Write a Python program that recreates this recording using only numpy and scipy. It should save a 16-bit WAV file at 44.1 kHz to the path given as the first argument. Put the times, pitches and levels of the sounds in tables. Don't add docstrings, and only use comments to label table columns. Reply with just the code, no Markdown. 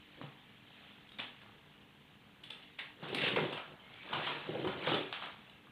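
import sys
import numpy as np
from scipy import signal
from scipy.io import wavfile
from scipy.ndimage import uniform_filter1d

SR = 44100
rng = np.random.default_rng(int(sys.argv[2]) if len(sys.argv) > 2 else 0)


def wav_out(sig):
    wavfile.write(sys.argv[1], SR, np.round(np.clip(np.atleast_2d(sig).T, -1, 1) * 32767).astype(np.int16))


N = 251811

# [dB, relative]
BASE_MODES = [(149, 22, 4), (192.4, 51, 1), (284, 7.2, -12.5), (342, 36, 1), (445, 33, 1.5), (490, 52, -13),
              (506, 39, 2), (790, 18, 1.5)]


def gain_of(db):
    return 10 ** (np.asarray(db) / 20)


def evened(x):
    return x / np.sqrt(np.mean(x ** 2) + 1e-20)


def read(points, hz):
    point_hz, value = np.transpose(points)
    return np.interp(np.log(hz + 1), np.log(point_hz + 1), value)


def along(rows):
    seconds, *columns = np.transpose(rows)
    return [np.interp(np.arange(N) / SR, seconds, column) for column in columns]


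def add(mix, start_s, sound):
    part = mix[round(start_s * SR):][:len(sound)]
    part += sound[:len(part)]


def resonate(x, hz, width_hz):
    turn = np.exp(2j * np.pi * np.cumsum(hz * np.ones(len(x))) / SR)
    r = np.exp(-np.pi * width_hz / SR)
    smooth = signal.lfilter([1 - r], [1, -r], x / turn + 1e-18)
    return 2 * (turn * smooth).real


def contacts(per_s, spread_db):
    size = gain_of(spread_db * np.minimum(rng.exponential(1, N), 4))
    happens = rng.random(N) < per_s / SR
    return size * happens * rng.choice([-1., 1.], N)


def grains(lo_hz, hi_hz, t60_s, per_s, spread_db, count=24):
    hits = contacts(per_s, spread_db)
    stick = rng.integers(0, count, N)
    t = np.arange(2048) / SR
    fade = gain_of(-60 * t / t60_s)
    total = np.zeros(N)
    for k, hz in enumerate(np.geomspace(lo_hz, hi_hz, count)):
        ring = fade * np.sin(2 * np.pi * hz * t)
        total += signal.oaconvolve(hits * (stick == k), ring)[:N]
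    return evened(total)


def wash(spectrum, patchy_db):
    frames, hz = N // 256 + 5, np.fft.rfftfreq(1024, 1 / SR)
    a, b, patches = rng.standard_normal((frames, 513, 3)).T
    patches = uniform_filter1d(patches, 10, 0)
    patches = evened(uniform_filter1d(patches, 12, 1))
    z = (a + 1j * b) * gain_of(read(spectrum, hz)[:, None] + patchy_db * patches)
    return evened(signal.istft(z, nperseg=1024, noverlap=768)[1][:N])


def background():
    # [dB, relative]
    air_colour = [(15, -39), (25, -25.5), (134, -5), (166, -8.5), (194, -6.5), (299, -13.5), (389, -14),
                  (462, -10.5), (575, -23), (614, -21.5), (1500, -24.5), (3070, -23), (4550, -35.5),
                  (5920, -57), (10000, -120)]
    # [dB, centre]
    hum_tones = [(145.3, -76.5), (199.2, -73), (242.2, -77), (290.7, -75)]
    hum = np.zeros(N)
    for hz, level_db in hum_tones:
        drift = evened(uniform_filter1d(rng.standard_normal(N), 2500))
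        phase = 2 * np.pi * np.cumsum(hz + 3 * drift) / SR
        hum += gain_of(level_db + 3.1 * drift) * np.sqrt(2) * np.sin(phase)
    air_db = -65.5
    return gain_of(air_db) * wash(air_colour, 1.1) + hum


def garage(x):
    # [s to fall 60 dB, before the extra drop below]
    wall_decay = [(150, 0.73), (500, 0.46), (1400, 0.76), (3700, 0.31), (9000, 0.4)]
    taps = np.zeros(SR)
    at = np.arange(400, SR - 20, 20)
    taps[at + rng.integers(0, 20, len(at))] = rng.choice([-1., 1.], len(at))
    hz, t, z = signal.stft(taps, SR, nperseg=256)
    z = z * gain_of(-9.0 / (1 + np.exp(-(t - .115) / 0.015)))
    t60_s = np.maximum(read(wall_decay, hz), .05)
    tail = signal.istft(z * gain_of(-60 * t / t60_s[:, None]), SR, nperseg=256)[1]
    return signal.fftconvolve(x, tail / np.linalg.norm(tail))[:N]


def microphone(x):
    # pitch_hz [Hz], level_db [dB]
    mic_colour = [(30, -34.5), (85, -12.5), (125, -0.5), (3500, 1.5), (3900, -3), (4400, -12),
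                  (5300, -28.5), (6400, -38.5), (8700, -29), (10500, -36.5), (12500, -43), (16000, -53)]
    log_gain = np.log(gain_of(read(mic_colour, abs(np.fft.fftfreq(4096, 1 / SR)))))
    taps = np.fft.ifft(np.exp(np.conj(signal.hilbert(log_gain)))).real[:2048]
    return signal.oaconvolve(x, taps)[:N]


def squeaks():
    # start_s [s], pitch_hz [Hz], level_db [dB]
    squeak_curves = [
        [(3.79, 3040, -54), (3.85, 3100, -72), (3.92, 3150, -67)],
        [(3.8, 2160, -66), (3.92, 2130, -65.5), (3.99, 2300, -64), (4.05, 2370, -43)],
        [(4.92, 2930, -33), (4.97, 3100, -59), (5.03, 3600, -60)],
    ]
    out = np.zeros(N)
    for rows in squeak_curves:
        start_s, end_s = rows[0][0], rows[-1][0]
        hz, level_db = along(rows)
        inside = slice(round(start_s * SR), round(end_s * SR))
        whistle = evened(resonate(rng.standard_normal(N)[inside], hz[inside], 70))
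        soft_ends = signal.windows.tukey(len(whistle), .3)
        add(out, start_s, gain_of(level_db[inside]) * whistle * soft_ends)
    return out


def shudder():
    # [dB, before the two parts add]
    heaves = [
        [(0.13, -80), (0.2, -64.5), (0.3, -75), (0.33, -88)],
        [(2.95, -71.5), (3.1, -53.5), (3.21, -48), (3.35, -50), (3.43, -41.5), (3.54, -54), (3.64, -76),
         (3.75, -54.5)],
        [(4.0, -73), (4.12, -62.5), (4.18, -48.5), (4.23, -57.5), (4.35, -57), (4.43, -65)],
        [(4.44, -67), (4.5, -48.5), (4.6, -49), (4.66, -44), (4.73, -53), (4.82, -54), (4.94, -45),
         (5.055, -55), (5.1, -88)],
    ]
    hollow_hz = 346
    bumps = signal.oaconvolve(contacts(900, 2.0), np.hanning(60), "same")
    modes = evened(sum(gain_of(db) * resonate(bumps, hz, width) for hz, width, db in BASE_MODES))
    hollow = evened(resonate(resonate(bumps, hollow_hz, 350), hollow_hz, 350))
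    drag = modes + 1.14 * hollow
    out = np.zeros(N)
    for rows in heaves:
        start_s, end_s = rows[0][0], rows[-1][0]
        level_db, = along(rows)
        sound = (gain_of(level_db) * drag)[round(start_s * SR):round(end_s * SR)]
        add(out, start_s, sound * signal.windows.tukey(len(sound), .05))
    return out


def knocks():
    # [dB, relative to level_db]
    knock_list = [(0.213, -39.5, 266, -21), (0.236, -40, 143, -8), (1.193, -42.5, 246, -23),
                  (3.028, -41, 167, -24), (3.128, -30, 394, -32), (3.15, -33.5, 261, -24),
                  (3.235, -28.5, 513, -34), (3.283, -42, 374, -25), (3.333, -34, 189, -12),
                  (3.371, -24, 489, -28), (3.384, -23, 416, -22), (3.415, -36, 144, -17),
                  (3.441, -46, 316, -26), (4.136, -42, 151, -24), (4.169, -46, 130, -16),
                  (4.491, -29, 358, -39), (4.552, -29, 490, -38), (4.595, -32, 334, -20),
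                  (4.625, -39, 465, -20), (4.645, -30, 357, -24), (4.664, -37, 318, 7),
                  (4.68, -38, 197, -22), (4.873, -26, 510, -34), (4.917, -25.5, 334, -25),
                  (4.939, -27, 416, -29), (4.964, -32, 560, -25), (5.008, -32, 380, -25.5),
                  (5.045, -41, 398, -30)]
    base_t60_s, ring_cycles = 0.022, 12.6
    out, t = np.zeros(N), np.arange(8000) / SR
    body = np.zeros(len(t))
    for hz, width_hz, level_db in BASE_MODES:
        body += gain_of(level_db) * np.exp(-np.pi * width_hz * t) * np.sin(2 * np.pi * hz * t)
    body = 1.76 * body / abs(body).max()
    legs = gain_of(-60 * t / 0.13) * np.sin(2 * np.pi * 80 * t)
    soft_start = 1 - np.exp(-t / .0012)
    for start_s, level_db, hz, thump_db in knock_list:
        t60_s = base_t60_s + ring_cycles / hz
        ring = gain_of(-60 * t / t60_s) * (np.sin(2 * np.pi * hz * t) + body)
        add(out, start_s, gain_of(level_db) * (ring + gain_of(thump_db) * legs) * soft_start)
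    return out


def chatter():
    # [dB, relative to bars_db]
    shaking = [(0, -63, -7), (0.6, -65.5, -5), (0.84, -60.5, -5), (1.05, -65, -7), (2.0, -67.5, -3.5),
               (2.43, -67.5, -2.5), (2.97, -75, -10), (3.03, -58, 4.5), (3.14, -49, -5),
               (3.19, -44.5, -5.5), (3.28, -36, -8), (3.31, -45, -3), (3.355, -44.5, -18), (3.6, -56, -8),
               (3.8, -66.5, 2), (4.03, -57, -4.5), (4.12, -50, 0), (4.27, -42, -8), (4.46, -52.5, -1),
               (4.8, -52, -4.5), (4.87, -39.5, -4.5), (4.97, -44, -6), (5.11, -56.5, -5), (5.45, -64, -3.5),
               (5.71, -69, -3.5)]
    # start_s [s], bars_db [dB], hoops_db [dB, relative], fade_db [dB per s]
    jolts = [(0.143, -61, -17, 100), (0.213, -56, -2.5, 103), (1.188, -45, -5, 111),
             (1.415, -70.5, 7.5, 44), (2.436, -61, -10, 83), (2.503, -59.5, -7.5, 24), (2.786, -50, -6, 99),
             (3.026, -55.5, 0, 58), (3.36, -47.5, 6.5, 74), (4.129, -47.5, 8, 90), (4.646, -53, 5.5, 100),
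             (4.874, -51.5, 11.5, 110), (5.132, -46, -6.5, 105), (5.225, -45, -1.5, 148)]
    cloth_db, loud_bar_hz = 3.5, 3040
    bars_db, hoops_db = along(shaking)
    bar_power, hoop_power = gain_of(2 * bars_db), gain_of(2 * (bars_db + hoops_db))
    t = np.arange(SR) / SR
    for start_s, level_db, hoop_db, fade_db in jolts:
        add(bar_power, start_s, gain_of(2 * (level_db - fade_db * t)))
        add(hoop_power, start_s, gain_of(2 * (level_db + hoop_db - fade_db * t)))
    bars = grains(1618, 4440, 0.025, per_s=2000, spread_db=0.0)
    bars = evened(bars + 1.22 * resonate(bars, loud_bar_hz, 1100))
    hoops = grains(648.0, 1626, 0.0091, per_s=500, spread_db=-1.0)
    cloth = evened(np.diff(contacts(6600, 2.3), prepend=0))
    bars_and_cloth = bars + gain_of(cloth_db) * cloth
    return np.sqrt(bar_power) * bars_and_cloth + np.sqrt(hoop_power) * hoops


def ticks():
    # start_s [s], level_db [dB, bar peak], bar_pitch_hz [Hz],
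    # hoop_db [dB, relative to the bar], hardness_db [dB, treble relative to the bar], contact_s [s]
    blow_list = [(0.2143, -44, 1650, 9, -10, .0006), (1.09, -53, 3320, -29, 19, .004),
                 (1.1183, -41.5, 3420, -11, 5, 0.0023), (1.1852, -36, 3530, -17, 5, 0.0045),
                 (1.2001, -22.5, 2880, -22, -5, 0.0019), (1.4145, -39, 950, -17, -12, 0.004),
                 (2.4349, -45, 3320, -22, 18, 0.0059), (2.5022, -37.5, 3460, -9.5, 21, 0.0045),
                 (2.6252, -43, 3080, -29, -9, 0.0054), (2.7878, -28, 1820, -17, -5, 0.0069),
                 (3.026, -42.5, 3380, -4, -8, 0.013), (3.084, -43.5, 3100, -25, 14, 0.0051),
                 (3.146, -30.5, 2870, -28, 24.5, 0.0037), (3.1817, -24, 2210, -30, -12, 0.0045),
                 (3.2141, -20.5, 2340, -31, -15, 0.0051), (3.2343, -25, 2800, -13, -8, .009),
                 (3.259, -32, 2870, -20, -12, 0.012), (3.2794, -30.5, 3130, -33, 5, 0.0092),
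                 (3.2924, -42, 3050, -15, -2, 0.0017), (3.3327, -43, 2140, 7, 2, 0.00093),
                 (3.3597, -20, 2190, -8.5, -33, 0.0045), (3.361, -35, 3250, -15, -24, 0.0063),
                 (3.5239, -33.5, 2980, -4, 8, 0.0074), (3.573, -29.5, 2740, -7.5, -9, 0.0052),
                 (3.9397, -40, 3050, -24, -1, 0.0019), (4.1289, -28, 2940, -4, -7, 0.0057),
                 (4.156, -32.5, 2780, -3, -7, 0.0053), (4.267, -30, 3000, -1.5, -14, 0.0093),
                 (4.5526, -43.5, 2920, 0, 2, .0014), (4.6454, -38, 1500, 1, -1, 0.0059),
                 (4.671, -33, 3140, 1.5, 1, 0.0063), (4.8752, -30, 2870, -0.5, -4, 0.00186),
                 (4.8833, -27.5, 3930, -16, -7, 0.0043), (4.9186, -30, 3050, 0.5, -16, 0.0018),
                 (4.9424, -24, 3260, -20, -4, 0.0052), (5.127, -16.5, 3120, -14, -22, .0013),
                 (5.2232, -37.5, 1770, 5, 0, 0.0013), (5.2594, -29, 2500, -24, 8, 0.001),
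                 (5.4969, -43, 3480, -11, 11, 0.0019), (5.668, -59.5, 3200, 8, 0, 0.0033)]
    snap_db, snap_db_per_s = 15, -7000
    echo_db, echo_db_per_s, echo_most_db = -6.5, 3000, -1
    hoop_hz = 1030
    out, echo, t = np.zeros(N), np.zeros(N), np.arange(3000) / SR
    for start_s, level_db, bar_hz, hoop_db, hard_db, contact_s in blow_list:
        snap = gain_of(snap_db + snap_db_per_s * contact_s) * (t == 0)
        swell = 1 - np.exp(-1.2 * t / contact_s)
        rough = rng.standard_normal(len(t)) * np.exp(-t / max(contact_s, 3e-4)) * swell
        blow = rough + snap
        bar = np.diff(resonate(blow, bar_hz, 500), prepend=0)
        hoop = resonate(resonate(blow, hoop_hz, 910), hoop_hz, 910)
        crack = resonate(np.diff(blow, prepend=0), 7300, 6700)
        sound = bar / abs(bar).max() + gain_of(hoop_db) * hoop / abs(hoop).max()
        sound = gain_of(level_db) * (sound + gain_of(hard_db) * crack / abs(crack).max())
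        add(out, start_s, sound)
        send_db = min(echo_db + echo_db_per_s * contact_s, echo_most_db)
        add(echo, start_s, gain_of(send_db) * sound)
    return out, echo


def scene():
    tick, tick_echo = ticks()
    knock = knocks()
    swarms = chatter() + shudder() + squeaks()
    echoes = garage(tick_echo + gain_of(-8.5) * knock + gain_of(-13.0) * swarms)
    cage = microphone(tick + knock + swarms + echoes)
    return (cage + background())[None]


def record(dry):
    # [dB, relative]
    hiss_colour = [(60, -34), (3000, -5), (6000, 1.5), (9000, 1), (12000, 0.5), (15000, 1.5), (18000, -9)]
    hiss_db, swell_db, edge_hz = -82.5, -44.5, 15520
    level = np.sqrt(abs(uniform_filter1d(dry ** 2, 2000)))
    hiss = wash(hiss_colour, 0.28) * np.hypot(gain_of(hiss_db), gain_of(swell_db) * level)
    treble_cut = signal.firwin(511, edge_hz, window=("kaiser", 9), fs=SR)
    return signal.oaconvolve(dry + hiss, treble_cut[None], "same")


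dry = scene()
out = record(dry)
wav_out(out)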